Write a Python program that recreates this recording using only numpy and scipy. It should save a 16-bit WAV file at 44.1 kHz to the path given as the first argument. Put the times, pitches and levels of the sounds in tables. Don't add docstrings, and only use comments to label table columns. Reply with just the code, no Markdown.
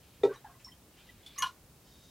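import sys
import numpy as np
from scipy import signal
from scipy.fft import rfft, irfft
from scipy.io import wavfile
from scipy.ndimage import uniform_filter1d

SR = 44100
rng = np.random.default_rng(int(sys.argv[2]) if len(sys.argv) > 2 else 0)


def to_linear_factor(level_db):
    exponent = np.asarray(level_db, float) / 20
    return 10 ** exponent


def unload_wav(signal):
    wavfile.write(
        sys.argv[1],
        SR,
        np.round(np.clip(np.atleast_2d(signal).T, -1, 1) * 32767).astype(np.int16),
    )


N = 92610


def level(x, db):
    return x * to_linear_factor(db) / np.sqrt(np.mean(x ** 2))


def fade(t, t60):
    return (t >= 0) * np.exp(-np.log(1000) * np.maximum(t, 0) / t60)


def band(x, hz, width):
    return signal.lfilter(*signal.iirpeak(hz, hz / width, fs=SR), x)


def high(x, hz):
    return signal.sosfilt(signal.butter(3, hz, "high", fs=SR, output="sos"), x)


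def soft(x):
    return signal.sosfilt(signal.butter(3, 12800, fs=SR, output="sos"), x)


def colour(points):
    hz = np.maximum(np.arange(N // 2 + 1) * SR / N, 1)
    point_hz, point_db = np.array(points).T
    gain = to_linear_factor(np.interp(np.log(hz), np.log(point_hz), point_db)) * (hz > 20)
    return irfft(rfft(rng.standard_normal(N)) * gain, N)


def walk(rate):
    hold = int(SR / rate)
    steps = np.repeat(rng.standard_normal(N // hold + 1), hold)
    smooth = uniform_filter1d(steps, hold)[:N]
    return smooth / smooth.std()


def wobble(hz):
    depth_db = 2.5 * min(hz / 1800, 1) ** 2
    return to_linear_factor(depth_db * uniform_filter1d(walk(130), 100))


def struck(modes, blows):
    attack_s = 0.0003
    t, out = np.arange(SR // 2) / SR, 0
    for k, (hz, mode_db, t60) in enumerate(modes):
        ring = np.zeros(N + SR)
        tone = (-1) ** k * fade(t, t60) * np.sin(2 * np.pi * hz * t)
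        for start, db, push in blows:
            at = int(start * SR)
            onset = 1 - np.exp(-t / (attack_s + push))
            gain = to_linear_factor(db + mode_db) / (1 + (hz * push) ** 2)
            ring[at:at + len(t)] += onset * gain * tone
        out = out + ring[:N] * wobble(hz)
    return out


def air_tones(table):
    t, out = np.arange(N) / SR, 0
    for start, length, hz, db, glide in table:
        u = np.clip((t - start) / length, 0, 1)
        swell = np.abs(np.sin(np.pi * u)) ** 0.55
        tone = np.sin(2 * np.pi * hz * length * u * (1 + glide * u / 2))
        out = out + to_linear_factor(db) * wobble(hz) * swell * tone
    return out


# pitch in Hz, level in dB per Hz.
FLOOR_SHAPE = [(15, -58), (25, -17.5), (53, -1), (157, -5), (384, -11.5), (489, -13.5), (1890, -24),
               (5880, -26), (16000, -27.5)]
# pitch in Hz, level in dB per Hz.
SIDE_HISS_SHAPE = [(15, -56.5), (25, -7.5), (190, -8), (624, -12), (775, -13.5), (840, -14), (1190, -15),
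                   (14800, -13), (16000, -16.5)]


def room_floor():
    mid = colour(FLOOR_SHAPE)
    rumble = signal.sosfilt(signal.butter(2, 300, fs=SR, output="sos"), mid)
    flicker = to_linear_factor(2 * walk(25.44))
    mid = level(mid + rumble * (flicker - 1), -59.5)
    side = level(colour(SIDE_HISS_SHAPE), -68)
    return np.array([mid + side, mid - side])


def room(x):
    gap_s, early_s, late_db = 0.0027, 0.0214, -4.5
    t = np.arange(SR // 2) / SR
    noise = rng.standard_normal((2, len(t)))
    treble = high(noise, 4700)
    step = to_linear_factor(late_db * np.clip((t - early_s) / 0.0026, 0, 1))
    echoes = step * ((noise - treble) * fade(t - gap_s, 0.19) + treble * fade(t - gap_s, 0.21))
    sent = high(x, 565)
    mid, side = (signal.fftconvolve(sent, e / np.sqrt(np.sum(e ** 2)))[:N] for e in echoes)
    mid = x + to_linear_factor(0.5) * mid
    side = to_linear_factor(-52) * side
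    return np.array([mid + side, mid - side])


# time in seconds, level in dB.
FLOW = [(0, -73.5), (.15, -74), (.25, -75), (.9, -90), (1.0, -64.5), (1.04, -71.5), (1.09, -66.5),
        (1.15, -77.5), (1.26, -66.5), (1.38, -62.5), (1.55, -96), (1.82, -96), (1.86, -81), (2.0, -84),
        (2.1, -88)]
# pitch in Hz, width in Hz, level in dB.
GLASS_HUM = [(3740, 50, -72), (5210, 100, -81), (6200, 1300, -76), (3050, 160, -82.5), (4620, 660, -77.5)]


def trickle():
    count, middle_hz, pitch_spread, cycles, scatter_db = 2500, 3100, 0.25, 4, 1.5
    hum_from_s, hum_rise_s = 1.82, 0.06
    t, u = np.arange(N) / SR, np.arange(1024) / SR
    starts = rng.integers(0, N, count)
    sizes = rng.standard_exponential(count)
    pitches = middle_hz * np.exp(pitch_spread * rng.standard_normal(count))
    bubbles = np.zeros(N + 1024)
    for at, size, hz in zip(starts, sizes, pitches):
        ring = np.exp(-u * hz / cycles) * np.sin(2 * np.pi * hz * u)
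        bubbles[at:at + 1024] += to_linear_factor(scatter_db * size) * np.sqrt(hz) * ring
    flow = to_linear_factor(np.interp(t, *np.array(FLOW).T))
    hum = 0
    for hz, width, db in GLASS_HUM:
        hum = hum + level(band(rng.standard_normal(N), hz, width), db) * to_linear_factor(2.5 * walk(40))
    return level(bubbles[:N], 0) * flow + hum * np.clip((t - hum_from_s) / hum_rise_s, 0, 1)


# start in seconds, level in dB, middle pitch in Hz, fade time (60 dB) in seconds.
SPLASHES = [(0.2353, -49, 3650, 0.094), (0.327, -56, 1460, 0.2), (.338, -63, 5820, 0.046),
            (.445, -61.5, 1270, .08), (.597, -63.5, 2550, 0.21), (0.644, -61, 6300, 0.08),
            (1.262, -59, 6000, 0.078), (1.384, -50, 8500, 0.06), (1.379, -55.5, 3540, 0.14),
            (1.4208, -42, 2740, 0.095), (1.4217, -46, 8000, 0.072), (1.456, -48, 3750, 0.098),
            (1.262, -62, 10800, .04), (1.263, -56, 3600, .06), (1.4225, -42, 1450, .12),
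            (.236, -50, 1500, .1), (.3, -56, 1150, .2), (1.424, -51, 3600, .1), (.97, -66, 2800, .5),
            (.46, -62, 1000, .3)]


def splashes():
    t, out = np.arange(N) / SR, 0
    for start, db, hz, t60 in SPLASHES:
        spray = band(band(rng.standard_normal(N), hz, hz), hz, hz)
        out = out + level(spray, db) * fade(t - start, t60)
    return out


# start in seconds, pitch in Hz, level in dB, fade time (60 dB) in seconds.
DROPS = [(.33, 1950, -56, .04), (0.337, 2840, -56, 0.043), (0.344, 5830, -44.5, .01),
         (.359, 3840, -42, 0.015), (.483, 710, -50, 0.033), (.519, 740, -55, 0.044),
         (0.496, 1080, -49, 0.042), (0.509, 1560, -57.5, 0.032), (.54, 1946, -58, 0.038),
         (.552, 1055, -51.5, 0.033), (0.6, 2570, -58, .04), (.61, 7160, -54, 0.016),
         (.646, 5404, -33.5, 0.023), (.496, 780, -52, .03), (.679, 5330, -43, 0.029),
         (0.668, 1023, -44, 0.027), (.685, 1940, -49, 0.04), (.718, 3150, -47.5, 0.028),
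         (.939, 2850, -57.5, .03), (1.096, 2000, -68, .05), (1.211, 2100, -56.5, .03),
         (1.262, 3435, -37.5, 0.024), (1.264, 2120, -56, 0.03), (1.264, 4500, -46, 0.015),
         (1.268, 3440, -39, .02), (1.231, 3430, -56, 0.042), (1.305, 3400, -48.5, 0.033),
         (1.362, 1130, -47, 0.038), (1.36, 4200, -47, 0.017)]


def drops():
    rise_per_s, attack_s = 0.5, 0.0015
    t, out = np.arange(N) / SR, 0
    for start, hz, db, t60 in DROPS:
        u = np.maximum(t - start, 0)
        swell = fade(t - start, t60) * (1 - np.exp(-u / attack_s))
        tone = np.sin(2 * np.pi * hz * u * (1 + rise_per_s * np.minimum(u, t60)))
        out = out + to_linear_factor(db) * swell * tone
    return out


# start in seconds, length in seconds, pitch in Hz,
# level in dB, glide as a share of the pitch.
POCKETS = [(1.38, 0.019, 1190, -38.5, -0.113), (1.403, .018, 1130, -37, -0.03),
           (1.383, .012, 1900, -47, .09), (1.397, 0.019, 2130, -45, 0.0085), (1.378, 0.042, 2880, -48, .02),
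           (1.393, 0.0264, 1755, -48, 0.00018), (1.379, 0.0044, 5850, -38.5, -0.028),
           (1.4225, .02, 1100, -26, -.12), (1.4425, .009, 1060, -28, 0.019),
           (1.460, .014, 1030, -32, 0.022), (1.484, .014, 1055, -48, -0.044),
           (1.4215, .012, 2880, -27, 0.013), (1.434, .014, 2905, -32, .015), (1.451, .011, 2895, -42, .005),
           (1.432, 0.018, 1460, -32.5, -0.024), (1.421, 0.032, 1732, -37, -0.014),
           (1.425, 0.01, 4200, -40, 0.013), (1.468, 0.0083, 4190, -49.5, -0.016),
           (1.488, 0.015, 1420, -49, -.01), (1.359, .008, 5100, -54, 0.0025),
           (1.088, 0.019, 1950, -55, .012), (.444, 0.0135, 789, -42, 0.19), (.459, 0.015, 775, -48, 0.045),
           (.442, 0.015, 1700, -58, .03), (.456, .024, 1620, -60, -.01), (0.35, 0.017, 1026, -57, .05)]


def pockets():
    return air_tones(POCKETS)


# pitch in Hz, level in dB, fade time (60 dB) in seconds.
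TICK_TONES = [(2150, -14, .03), (4480, -18, 0.025), (5960, -7, 0.022), (6360, -2, 0.031), (6566, 1, 0.044),
              (6840, -1, .03), (7140, -13, .02), (8380, -14, .02), (9800, -16, .025), (10750, -7, .025),
              (11000, -12, .02), (11740, -13, .025), (12135, -12, .025), (13150, -6, .02)]
# start in seconds, level in dB, push length in seconds.
TICKS = [
    (1.3843, -35.5, .00003),
    (1.3868, -37, .00003),
    (1.3885, -35.5, .00002),
    (1.39, -36, .00005),
    (1.394, -42, .00005),
    (1.4028, -39, 0.000062),
    (1.409, -43, .00007),
    (1.415, -44, 0.000076),
]


def ticks():
    return struck(TICK_TONES, TICKS)


# pitch in Hz, level in dB, fade time (60 dB) in seconds.
CLINK_TONES = [(1200, -8.5, 0.057), (1400, -6.5, .07), (1545, -7, .07), (2210, -11.5, .05),
               (2443, -17, 0.053), (3255, -5.5, 0.066), (4030, -14.5, 0.076), (4390, -13, 0.063),
               (5220, -12.5, 0.046), (5879, -3.5, .05), (6170, -11.5, .06), (8300, -12.5, .02),
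               (9870, -6, 0.033), (11700, -10.5, 0.023)]
# start in seconds, level in dB, push length in seconds.
CLINKS = [
    (1.4218, -27.5, 0.00002),
    (1.4275, -38, 0.0001),
    (1.436, -39, 0.0001),
    (1.444, -42, 0.00022),
    (1.47, -48, .0001),
]


def clinks():
    return struck(CLINK_TONES, CLINKS)


def crack():
    burst = band(high(rng.standard_normal(N), 4600), 9300, 4200)
    return to_linear_factor(-28) * burst * fade(np.arange(N) / SR - 1.4218, 0.0048)


# start in seconds, length in seconds, pitch in Hz,
# level in dB, glide as a share of the pitch.
BURBLES = [(.2333, .0316, 404, -15.1, -.004), (.268, .0155, 427.4, -23.8, .02),
           (.287, .015, 435, -31.5, -0.046), (.305, .018, 419, -33.5, -0.029),
           (.254, 0.013, 887, -37, 0.054), (0.29, 0.025, 1535, -48.5, 0.0079),
           (0.313, .01, 1090, -46, -.03), (.322, .011, 1074, -47, .14), (.339, .016, 1170, -51, -.04),
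           (.318, .014, 1480, -54, .01), (.355, .014, 880, -55, 0.014)]


def burbles():
    return air_tones(BURBLES)


# pitch in Hz, level in dB, fade time (60 dB) in seconds.
CAN_TONES = [(278, -21, .2), (393.3, -10.9, .245), (479.9, -7.5, .28), (558, -19, .25), (652.5, -19.5, .17),
             (806, -19.5, .13), (933.5, -26, .15), (1090, -35, .15), (1318, -27.5, 0.12), (1930, -27, .14),
             (2420, -28, .2), (3515, -22.5, 0.091), (3665, -25, .15), (6980, -32, 0.087)]
# pitch in Hz, level in dB, fade time (60 dB) in seconds.
TABLE_TONES = [(130.7, -33, 0.45), (191.5, -38, 0.23)]
# start in seconds, level in dB, push length in seconds.
GULPS = [
    (0.212, -47.5, 0.00062),
    (.2336, -14.0, .00024),
    (.2511, -15.7, .0010),
]


def glug():
    closes_s, closed_db = 0.2620, -3.0
    shut_s, shut_db_per_s = 0.319, -300
    t = np.arange(N) / SR
    muffle_db = closed_db * np.clip((t - closes_s) / 0.0016, 0, 1)
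    shut_db = shut_db_per_s * np.maximum(t - shut_s, 0)
    can = struck(CAN_TONES, GULPS) * to_linear_factor(muffle_db + shut_db)
    return high(can + struck(TABLE_TONES, GULPS), 111)


def scene():
    air = high(high(pockets() + burbles(), 300), 300)
    rim = soft(high(clinks() + ticks(), 790))
    near = air + glug() + rim
    wet = soft(crack() + high(drops() + splashes(), 450)) + trickle()
    share = to_linear_factor(-10)
    return room_floor() + room(wet + share * near) + (1 - share) * near


def top_cut(x):
    return signal.sosfilt(signal.butter(12, 16640, fs=SR, output="sos"), x)


def record(dry):
    mix = signal.sosfilt(signal.ellip(8, 0.2, 60, 15850, fs=SR, output="sos"), dry)
    return top_cut(mix)


dry = scene()
out = record(dry)
unload_wav(out)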